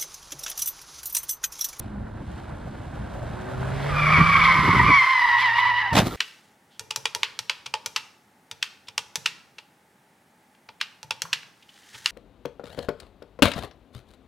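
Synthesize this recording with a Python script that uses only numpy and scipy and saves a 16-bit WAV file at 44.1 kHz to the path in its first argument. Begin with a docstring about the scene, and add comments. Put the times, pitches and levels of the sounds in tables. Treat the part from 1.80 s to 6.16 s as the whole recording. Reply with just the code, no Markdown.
"""An empty asphalt lot: a car speeds up and skids through a tight turn close to a phone's microphone.
Its tread sticks and slips about a thousand times a second: ragged squeals narrow towards one falling tone.
Sine partials form squeal and exhaust hum; coloured noise forms scrape, road roar and wind.
A distant hum comes before the turn; at the end a blast of air hits the microphone."""
import sys
import numpy as np
from scipy import signal
from scipy.fft import rfft, irfft, next_fast_len
from scipy.io import wavfile
from scipy.ndimage import uniform_filter1d, map_coordinates

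SR = 44100
rng = np.random.default_rng(int(sys.argv[2]) if len(sys.argv) > 2 else 0)


def pcm_store(signal):
    """Save signal as 16-bit PCM."""
    levels = np.round(np.clip(np.atleast_2d(signal), -1, 1) * 32767)
    wavfile.write(sys.argv[1], SR, levels.astype(np.int16).T)


N = 192276

# Every "half" below is the standard deviation of a bell-shaped swell.
# Stick-slip rate of the loaded tyre, sliding wide and then biting again: [t/s, f/Hz]
SLIP_PITCH = [
    [(2.12, 1223), (2.18, 1203), (2.255, 1172), (2.29, 1126), (2.335, 1184), (2.38, 1083), (2.42, 1145),
     (2.46, 1166), (2.51, 1129), (2.59, 1148), (2.66, 1092), (2.69, 1125), (2.72, 1088), (2.77, 1089),
     (2.83, 1040), (2.89, 1102), (2.96, 1065), (3.005, 963), (3.05, 1077)],
    [(3.08, 1197), (3.12, 1127), (3.172, 1121), (3.195, 1043), (3.31, 1044), (3.385, 1013), (3.428, 972),
     (3.445, 995), (3.47, 952), (3.49, 989), (3.515, 950.4), (3.54, 979.7), (3.565, 955), (3.612, 992),
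     (3.635, 1032), (3.68, 952.5), (3.71, 904.7), (3.738, 940), (3.768, 940), (3.81, 996.4), (3.86, 974),
     (3.885, 1011), (3.93, 965), (3.965, 975), (4.01, 1006), (4.035, 946), (4.05, 990), (4.095, 991),
     (4.115, 925)],
]
# Squeal strength before the balance with the other patches: [t/s, fundamental/dB, octave/dB]
SQUEAL_LEVELS = [(2.1, -34, -47), (2.15, -29.5, -40), (2.2, -31, -27), (2.35, -20, -19), (2.5, -22, -22.5),
                 (2.72, -20, -19), (2.83, -23, -27.5), (2.92, -20.5, -22.5), (3.04, -21.5, -24.5),
                 (3.15, -20.5, -16), (3.22, -17.5, -19), (3.26, -21, -21), (3.48, -26, -21),
                 (3.535, -20, -19.5), (3.6, -23.5, -22), (3.73, -28.5, -22.5), (3.795, -22, -24.5),
                 (3.86, -22, -23), (3.92, -28.5, -26.5), (3.99, -28.5, -22.5), (4.1, -33, -31),
                 (4.125, -27.5, -28.5)]
# Other tread patches against the leading tone: [pitch ratio, fundamental/dB, octave/dB]
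TREAD_PATCHES = [(.86, -15.5, -14.5), (.93, -3, -6.5), (.975, 1.5, 1.5), (1.04, -1.5, -3.5),
                 (1.1, 0.5, -29), (1.19, -3.5, -22), (1.4, -7, -15.5)]
# Upper partials against the octave: [multiple, sliding/dB, singing/dB, once past/dB]
UPPER_PARTIALS = [(3, -22, -19.5, -11), (4, -26, -22, -22), (5, -34, -28, -32), (6, -42, -38, -42)]
# Brief level changes where the tread catches: [t/s, fundamental change/dB, octave change/dB]
TREAD_CATCHES = [(2.399, -7, -4), (2.97, -6, 5.5), (3.196, -12.5, 2), (3.263, -11.5, -4), (3.303, -4, 0.5),
                 (3.462, -1, -5), (3.604, -9, -0.5), (3.622, 0.5, -8.5), (3.73, -1.5, -5.5),
                 (3.926, 2.5, -1), (4.03, 2, -3), (4.1, -1.5, 0.5)]
CATCH_HALF_S = 0.006
# Short slips where the tread snaps loose: [t/s, f/Hz, fundamental/dB, octave/dB, half/s]
SNAP_CHIRPS = [(2.387, 966, -30, -28, 0.016), (2.407, 1156, -15.5, -34, 0.0064),
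               (2.565, 1085, -29, -21.5, .006), (2.66, 1084, -27, -13, 0.006),
               (2.825, 982, -33, -32, 0.013), (3.001, 944.5, -16, -16.5, 0.0056),
               (3.124, 1015, -22, -21, 0.026), (3.632, 1134, -28, -26.5, 0.009),
               (3.793, 1103, -25, -24, 0.0068), (3.88, 1134, -29.5, -31, 0.0085),
               (4.03, 840, -38, -32, .012), (4.068, 810, -35.5, -36, 0.016),
               (4.13, 901.5, -32, -34, 0.0065)]
CHIRP_SAG_HZ_PER_S = 1500
# Many patches sing while the tyre slides wide, then it settles
SLIDE_S, SPREAD_S, SETTLE_S, SETTLING_S = 2.1, 0.086, 3.053, 0.11
# The other patches against the leading tone
SLIDING_DB, SETTLED_DB = 2, -7
# The upper partials change as the tyre starts to sing, and again as it passes the listener
SING_S, SINGING_S = 3.05, 0.22
PASS_S, PASSING_S = 3.493, 0.29
# Short strands of each patch: nominal strands a second; sag and scatter as shares of pitch; strength spread
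STRAND_RATE, STRAND_SAG, STRAND_SCATTER, STRAND_DB = 13, 0.045, 0.014, 2

# Colour of rubber scraping over asphalt: [f/Hz, relative level/dB]
SCRAPE_COLOUR = [(300, -45), (700, -12), (1000, 4.5), (1500, -1), (2000, 8), (2700, -5), (3400, -5),
                 (3900, -11.5), (5000, -12.5), (6000, -23), (8000, -60), (11000, -34.5), (15500, -42.5)]
# Harsh bites of rubber on stone: [t/s, level/dB, half/s]
RUBBER_BITES = [(2.03, -37.5, 0.0021), (2.59, -36, 0.022), (2.652, -28.5, 0.013), (2.725, -30, 0.0065),
                (3.07, -42, .012), (3.605, -31, 0.016), (3.655, -35, 0.021), (3.795, -31.5, 0.015),
                (3.875, -38, .018), (3.99, -39.5, 0.015)]
# Colour of those bites: [f/Hz, relative level/dB]
BITE_COLOUR = [(1500, -15.5), (2500, -1), (3400, 4.5), (4500, -4), (6000, -23), (12000, -33)]
# The scrape swells, holds through the turn and eases as the tyre grips
SCRUB_S, SCRUB_ATTACK_S, SCRUB_END_S, SCRUB_RELEASE_S = 1.883, 0.46, 3.837, 0.68
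SCRUB_DB, SCRUB_DEPTH_DB = -26.5, 20
# A tyre that sings purely rasps less
SMOOTHER_DB, SMOOTHING_S = 4.5, 0.74

# Rolling-tyre roar before a fixed gain: [t/s, level/dB]
ROAD_LEVEL = [(0.0, -52.5), (1.24, -47), (1.42, -45), (2.24, -36.5), (2.97, -44.5), (3.14, -49),
              (3.33, -56.5), (3.77, -53.5), (4.05, -54)]
# Colour of the roar: [f/Hz, relative level/dB]
ROAR_COLOUR = [(120, -28), (240, -0.5), (420, -1.5), (600, 3.5), (900, 3), (1150, -1.5), (1550, 0),
               (2100, -11.5), (3000, -31), (5000, -66)]
# Colour of the tread hiss: [f/Hz, relative level/dB]
HISS_COLOUR = [(1200, -28), (2200, 4), (4000, -1), (6000, -13), (9000, -12), (15500, -29.5)]
HISS_DB = -16  # against the roar
# Extra swells of hiss, the strongest at the close pass: [t/s, level/dB, half/s]
HISS_RISES = [(.02, -64, 0.054), (.55, -63, 0.081), (1.1, -66.5, 0.32), (2.9, -43.5, 0.56)]
# Soft thumps of wheels on uneven asphalt: [t/s, level/dB, half/s]
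WHEEL_THUMPS = [(.21, -48, 0.011), (.295, -51, .016), (.875, -41, 0.012), (1.335, -45.5, 0.014),
                (1.378, -41, 0.025), (1.434, -37.5, 0.0097), (1.71, -40, 0.018), (1.81, -48, .016),
                (2.06, -34.5, 0.018)]
# Colour of the thumps: [f/Hz, relative level/dB]
THUMP_COLOUR = [(200, -6), (450, -4), (580, 8), (800, -5), (1500, -35), (4000, -43)]
# Slow surges and fine grain of the surface: random knots a second and depth
SURGE_RATE, SURGE_DB, GRAIN_RATE, GRAIN_DB = 22, 1.3, 190, 1.7

# Engine revs up, coasts down and is hidden as the nose sweeps past; two firings a turn:
# [t/s, firing f/Hz, firing tone/dB, harmonics/dB]
ENGINE_RUN = [(0, 112, -60, -47), (1.2, 114, -48, -47), (1.62, 123.4, -41, -34.5),
              (1.89, 131.8, -32.5, -33), (2.05, 140.2, -30, -24.5), (2.18, 146.3, -28.5, -29),
              (2.32, 155.1, -25, -25.5), (2.45, 162.9, -27, -36), (2.7, 168.1, -30, -33),
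              (2.85, 170, -29, -39), (3.1, 165.5, -33.5, -33.5), (3.22, 134.8, -49, -46),
              (3.27, 125, -62, -53), (3.47, 118.3, -66, -53), (3.58, 115.4, -48, -52), (4.1, 113, -48, -58)]
# Exhaust harmonics: [multiple of the crankshaft rate, relative level/dB]
EXHAUST_HARMONICS = [(4, -17), (5, -25.5), (6, -13.5), (7, -21), (8, -18), (9, -22), (10, -22)]
# Exhaust-pipe resonances: [f/Hz, gain/dB]
PIPE_RESONANCES = [(250, 2), (330, -18.5), (385, 5.5), (450, -13), (505, -2), (550, -10), (610, 4),
                   (700, -12), (900, 5)]

# Wind rumble before a fixed gain: [t/s, level/dB]
WIND_LEVEL = [(0.0, -44.5), (1.48, -42.5), (2.1, -40), (2.29, -34), (2.55, -37), (2.72, -41), (2.82, -36),
              (3.12, -35.5), (3.18, -51), (3.28, -64.5), (4.0, -60)]
# Colour of the rumble: [f/Hz, relative level/dB]
RUMBLE_COLOUR = [(15, -46), (28, -21), (42, 0), (62, 2.5), (120, 0.5), (200, -5.5), (320, -29.5),
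                 (450, -25), (800, -75)]
# The passing car stirs the rumble, so that it differs between the two ports
STIR_S, STIR_HALF_S, STIR_DB = 2.5, 0.68, -6.5
# Sharp puffs of air at the microphone: [t/s, low thud/dB, flutter/dB, half/s]
AIR_PUFFS = [(2.396, -27.5, -27.5, 0.011), (2.42, -20, -55, 0.0097), (2.582, -26.5, -33.5, 0.0095),
             (2.759, -31.5, -33, .007), (2.801, -23.5, -37, 0.015), (2.849, -23.5, -27, 0.012),
             (2.887, -26, -25.5, 0.014), (2.961, -20.5, -26, 0.02), (3.008, -21.5, -32.5, 0.014),
             (3.056, -26, -34.5, .014), (3.093, -23, -22.5, 0.012), (3.118, -22, -37.5, .014),
             (4.139, -22, -28.5, 0.011), (4.184, -17.5, -23, 0.015), (4.226, -22.5, -32, 0.011),
             (4.26, -31, -50, 0.013)]
# Colour of the thud: [f/Hz, relative level/dB]
THUD_COLOUR = [(25, -32), (55, -12), (85, 3), (170, 3), (240, -9), (400, -26.5), (900, -63)]
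# Colour of the flutter: [f/Hz, relative level/dB]
FLUTTER_COLOUR = [(130, -20), (220, -1), (310, 2), (420, -6.5), (600, -15), (900, -15), (1500, -12),
                  (4000, -54)]
# Surges of the last, harsh blast: [t/s, level/dB, time from onset to fall/s]
BLAST_SURGES = [(4.127, -28, 0.061), (4.148, -17.5, 0.0078), (4.163, -13, 0.026), (4.253, -33, 0.012)]
BLAST_ATTACK_S, BLAST_FALL_DB_PER_S = 0.004, 519
# Colour of the blast: [f/Hz, relative level/dB]
BLAST_COLOUR = [(60, -17), (100, -3), (190, -7.5), (280, 5.5), (400, -8.5), (520, -1.5), (660, 6.5),
                (900, -1.5), (1400, -7), (2200, -8.5), (3800, -10), (6200, -21), (9000, -25), (15500, -33)]
# A rush and a rumble start with the blast and last to the end
AFTER_RUSH_DB, AFTER_RUMBLE_DB = -33.5, -42
# Colour of that rush: [f/Hz, relative level/dB]
AFTER_COLOUR = [(40, -3), (150, -0.5), (350, 4), (520, -4), (1100, -10.5), (1350, -1.5), (1600, -32),
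                (3700, -15), (6500, -26.5), (9000, -27.5), (15500, -29.5)]

# Distant car and traffic: a drone and a tone that swells once, both fading as the car nears
FAR_HZ, FAR_TONE_DB, FAR_DRONE_DB, FAR_END_S, FAR_FADE_S = 211.4, -49.5, -45, 1.43, 0.4
FAR_SWELL_S, FAR_SWELL_HALF_S, FAR_SWELL_DB = 0.16, 0.075, 12
# Colour of the drone: [f/Hz, relative level/dB]
DRONE_COLOUR = [(100, -4), (190, -3.5), (250, 0), (330, -0.5), (420, -15.5), (900, -70)]
# Decay of the lot's echo: [f/Hz, time to fall 60 dB/s]
LOT_DECAY = [(200, 0.23), (2000, 0.2), (10000, 0.12)]
# Stereo width of the noises before each one's offset: [f/Hz, side against mid/dB]
STEREO_WIDTH = [(60, -28), (150, -14), (300, 0.5), (600, -3), (1000, -12), (1600, -72), (2400, -41),
                (3200, -50), (4400, -2.5), (6000, 13.5), (10000, 5)]
# Microphone ports, left against right: [f/Hz, level/dB]
PORT_LEAN = [(200, -0.5), (850, -1), (1100, -4.5), (1300, 0), (1500, -4), (1950, 0), (2300, 1), (3000, 0)]
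# Microphone ports, phase by which left leads: [f/Hz, phase/rad]
PORT_LEAD = [(500, -0.23), (1000, -0.42), (1450, -0.42), (1900, -0.29), (2400, 0.76), (3000, -0.24)]
TOP_HZ = 15550  # upper band limit of the microphone


def squeal():
    """The loaded tyre leads; other patches slide in short strands around its pitch and beat with it."""
    hz, = curves(np.concatenate(SLIP_PITCH))
    caught_db = sum(np.outer([db1, db2], bump(s, CATCH_HALF_S)) for s, db1, db2 in TREAD_CATCHES)
    first, octave = amp(curves(SQUEAL_LEVELS) + caught_db)
    sliding = held(SLIDE_S, SPREAD_S, SETTLE_S, SETTLING_S)
    crowd = amp(SETTLED_DB + (SLIDING_DB - SETTLED_DB) * sliding)
    lead = tread(hz, first, octave, wander=0.0065 + 0.003 * sliding, jitter=0.0105 + 0.003 * sliding,
                 flutter_db=1.7, gap_db=2.9)
    drift = uniform_filter1d(hz, size=SR // 4)  # the others follow only the slow trend
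    others = np.zeros(N)
    for ratio, db1, db2 in TREAD_PATCHES:
        glide, gain = strands()
        others += gain * tread(drift * ratio * glide, first * amp(db1), octave * amp(db2),
                               wander=0.011, jitter=0.016, flutter_db=2.7, gap_db=3)
    chorus = (lead + amp(-4.5) * crowd * others) / np.sqrt(1 + crowd ** 2)
    return amp(0.36) * during(SQUEAL_LEVELS, fade=0.018) * chorus


def tread(hz, first, octave, wander, jitter, flutter_db, gap_db):
    """One patch of rubber sticking and slipping; the asphalt's grain shakes its pitch and strength."""
    phase = turning(hz * (1 + wander * wobble(95) + jitter * wobble(520)))
    grip_db = flutter_db * wobble(230)
    sings, past = ramp(SING_S, SINGING_S), ramp(PASS_S, PASSING_S)
    partials = [(1, first), (2, octave)]
    for k, slide_db, sing_db, past_db in UPPER_PARTIALS:
        level_db = slide_db + (sing_db - slide_db) * sings + (past_db - sing_db) * past
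        partials.append((k, octave * amp(level_db)))
    out = np.zeros(N)
    # as the wheel turns the paths to the listener shift: each partial fades by itself
    for k, gain in partials:
        depth_db = gap_db * (1.6 if k == 1 else 1)
        fading_db = -depth_db * np.maximum(wobble(100), 0) ** 2
        if k != 2:
            fading_db = fading_db + 2.2 * np.tanh(wobble(55))
        smear = 0.085 * k ** 1.75 * wobble(300)  # phase in radians, widest in the high partials
        out += gain * unit(amp(grip_db + fading_db)) * np.sin(round(k) * phase + smear)
    return np.sqrt(2) * out


def strands():
    """Pitch factor and gain of a patch that keeps breaking loose at a new pitch, which sags until it grips."""
    count = np.cumsum(STRAND_RATE * amp(4 * wobble(20))) / SR + rng.random()
    which, age = count.astype(int), count % 1
    pitch, size = rng.standard_normal((which[-1] + 1, 2))[which].T
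    glide = 1 + STRAND_SCATTER * pitch + STRAND_SAG * (0.5 - age)
    return glide, unit(amp(STRAND_DB * np.tanh(size)) * np.sin(np.pi * age) ** 0.39)


def chirps():
    """Brief slips of a single tread block, each sagging in pitch."""
    out = np.zeros(N)
    for s, hz, first_db, octave_db, half in SNAP_CHIRPS:
        phase = turning(hz * (1 + 0.02423 * wobble(300)) - CHIRP_SAG_HZ_PER_S * (clock() - s))
        tone = amp(first_db) * np.sin(phase) + amp(octave_db) * np.sin(2 * phase)
        out += np.sqrt(2) * bump(s, half) * tone
    return out


def scrub():
    """Sliding rubber tears over the stones in a gritty rasp, with a few harsher bites."""
    hold = held(SCRUB_S, SCRUB_ATTACK_S, SCRUB_END_S, SCRUB_RELEASE_S)
    level_db = SCRUB_DB - SCRUB_DEPTH_DB * (1 - hold)
    grit = unit(amp(1.6 * wobble(90) + 1.7 * wobble(700)))
    smoother_db = SMOOTHER_DB * ramp(SETTLE_S, SMOOTHING_S)
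    steady = ramp(SCRUB_S, 0.068) * amp(level_db - smoother_db) * rush(SCRAPE_COLOUR, side_db=-10.0)
    return grit * (steady + swells(RUBBER_BITES) * rush(BITE_COLOUR, side_db=-7.5))


def road():
    """Rolling tyres roar, hiss and thump; roar and hiss surge and rattle with the uneven surface."""
    roar_db = curves(ROAD_LEVEL)[0] + 3.2
    surface_db = SURGE_DB * wobble(SURGE_RATE)
    roar = amp(roar_db + surface_db + GRAIN_DB * wobble(GRAIN_RATE)) * rush(ROAR_COLOUR, side_db=3.5)
    hiss_gain = amp(roar_db + HISS_DB) + swells(HISS_RISES)
    hiss = hiss_gain * amp(0.5 * surface_db + 1.4 * wobble(300)) * rush(HISS_COLOUR, side_db=-10.0)
    return roar + hiss + swells(WHEEL_THUMPS) * rush(THUMP_COLOUR, side_db=-2)


def engine():
    """Exhaust hum climbs under throttle and drops at lift-off; harmonics surface at pipe resonances."""
    hz, firing_db, harmonics_db = curves(ENGINE_RUN)
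    crank = turning(hz / 2 * (1 + 0.0058 * wobble(24.3)))

    def hum(wave):
        """The firing tone and its exhaust harmonics, as sines or cosines."""
        out = amp(firing_db + 1.1 * wobble(14)) * wave(2 * crank)
        # reflections across the lot fade, blur and widen the harmonics
        for k, db in EXHAUST_HARMONICS:
            level = amp(harmonics_db + db + along(PIPE_RESONANCES, k * hz / 2))
            fading = unit(amp(3.5 * wobble(18)))
            out = out + level * fading * wave(round(k) * crank + 0.8 * wobble(40))
        return out

    return np.sqrt(2) * (hum(np.sin) + amp(-15.0) * np.array([[1], [-1]]) * hum(np.cos))


def wind():
    """Air rumbles on the microphone; puffs thud and flutter, and the last blast rasps."""
    after = ramp(BLAST_SURGES[0][0], BLAST_ATTACK_S)
    breeze = amp(curves(WIND_LEVEL)[0] + 6.0) + amp(AFTER_RUMBLE_DB) * after
    stir_gain = amp(STIR_DB) * bump(STIR_S, STIR_HALF_S)
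    stir = stir_gain * np.array([[1], [-1]]) * rush(RUMBLE_COLOUR, side_db=12)[0]
    rumble = breeze * amp(1.9 * wobble(21.65)) * (rush(RUMBLE_COLOUR, side_db=-26) + stir)

    eddies = unit(amp(2.5 * wobble(200)))
    thud, flutter = sum(np.outer(amp([thud_db, flutter_db]), bump(s, half))
                        for s, thud_db, flutter_db, half in AIR_PUFFS)
    puffs = eddies * (thud * rush(THUD_COLOUR, side_db=-13.0) + flutter * rush(FLUTTER_COLOUR, side_db=-18))

    crackle_db = 3 * wobble(420)
    surges = []
    for s, db, hold in BLAST_SURGES:
        fall_db = BLAST_FALL_DB_PER_S * np.maximum(clock() - s - hold, 0)
        surges.append(ramp(s, BLAST_ATTACK_S) * amp(db - fall_db))
    blast = np.max(surges, axis=0) * amp(crackle_db) * rush(BLAST_COLOUR, side_db=-11)
    wake_gain = amp(AFTER_RUSH_DB + 2.5 * wobble(70) + 0.5 * crackle_db) * after
    wake = wake_gain * rush(AFTER_COLOUR, side_db=-12.5)
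    return rumble + puffs + blast + wake


def far_hum():
    """A low drone and a wavering tone carry across the lot before the car comes near."""
    hum_db = FAR_TONE_DB + FAR_SWELL_DB * bump(FAR_SWELL_S, FAR_SWELL_HALF_S)
    phase = turning(FAR_HZ * (1 + 0.0162 * wobble(24.85)))
    tone = np.sqrt(2) * amp(hum_db + 1.7 * wobble(15.2)) * np.sin(phase)
    drone = amp(FAR_DRONE_DB + 1.4 * wobble(27)) * rush(DRONE_COLOUR, side_db=-26)
    return (1 - ramp(FAR_END_S, FAR_FADE_S)) * (tone + drone)


def lot(x):
    """Scattered answer of hedges, kerbs and a distant wall: a decaying noise tail for each side."""
    hz, t, z = signal.stft(rng.standard_normal((2, SR // 2)), SR, nperseg=256)
    decay = amp(-60 * t / along(LOT_DECAY, hz)[:, None])
    tail = signal.istft(z * decay, SR, nperseg=256)[1]
    return signal.fftconvolve(x[None], tail / np.linalg.norm(tail[0]), axes=1)[:, :N]


def rush(spectrum, side_db):
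    """Coloured stereo noise with a mid of rms 1 and a side set by the width table."""
    def colour(hz):
        side = amp(along(STEREO_WIDTH, hz) + side_db)
        return amp(along(spectrum, hz)) * np.array([np.ones_like(hz), side])

    mid, side = filtered(rng.standard_normal((2, N)), colour)
    return np.array([mid + side, mid - side]) / np.std(mid)


def amp(db):
    """Decibels to gain."""
    return 10 ** (np.asarray(db) / 20)


def unit(x):
    """Scale to rms 1."""
    return x / np.sqrt(np.mean(x ** 2) + 1e-20)


def clock():
    """The time of every sample, in seconds."""
    return np.arange(N) / SR


def along(points, hz):
    """Values of (Hz, value) points read on a log frequency axis."""
    f, v = np.transpose(points)
    return np.interp(np.log(hz + 1), np.log(f + 1), v)


def curves(rows):
    """One value per sample for each column after the time."""
    s, *cols = np.transpose(rows)
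    return [np.interp(clock(), s, c) for c in cols]


def during(rows, fade):
    """1 over the span of a table, fading to 0 outside it."""
    start, end = rows[0][0], rows[-1][0]
    return np.interp(clock(), [start - fade, start, end, end + fade], [0, 1, 1, 0])


def bump(s, half):
    """A bell-shaped swell around time s."""
    return np.exp(-0.5 * ((clock() - s) / half) ** 2)


def swells(rows):
    """The summed gain of (s, dB, half) swells."""
    return sum(amp(db) * bump(s, half) for s, db, half in rows)


def ramp(start, length):
    """0 before start, rising evenly to 1 over length seconds."""
    return np.clip((clock() - start) / length, 0, 1)


def held(start, attack, end, release):
    """Attack, hold and release, from 0 to 1 and back."""
    return ramp(start, attack) - ramp(end, release)


def wobble(rate):
    """A smooth random curve, rate knots a second."""
    own_rng = np.random.default_rng(rng.integers(2 ** 32))
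    knots = own_rng.standard_normal(int(N * rate / SR) + 4)
    return map_coordinates(knots, [clock() * rate])


def turning(hz):
    """The phase of an oscillator that follows a pitch curve."""
    return 2 * np.pi * (np.cumsum(hz) / SR + rng.random())


def filtered(x, response):
    """x times a response of frequency."""
    m = next_fast_len(N + SR // 4)
    return irfft(rfft(x, m) * response(np.fft.rfftfreq(m, 1 / SR)), m)[..., :N]


def scene():
    """The skidding car, the echo of its squeal, the distant hum and the wind."""
    tyres = squeal() + chirps()
    return tyres + amp(-17.5) * lot(tyres) + scrub() + road() + engine() + far_hum() + wind()


def record(dry):
    """The phone's two ports differ in level and phase; peaks are rounded off and the band is limited."""
    def ports(hz):
        left_to_right = amp(along(PORT_LEAN, hz)) * np.exp(1j * along(PORT_LEAD, hz))
        return left_to_right ** np.array([[0.5], [-0.5]])  # half to each port

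    x = filtered(dry, ports)
    x = x / (1 + (x / 0.9) ** 6) ** (1 / 6)
    return filtered(x, lambda hz: hz < TOP_HZ)


dry = scene()
out = record(dry)
pcm_store(out)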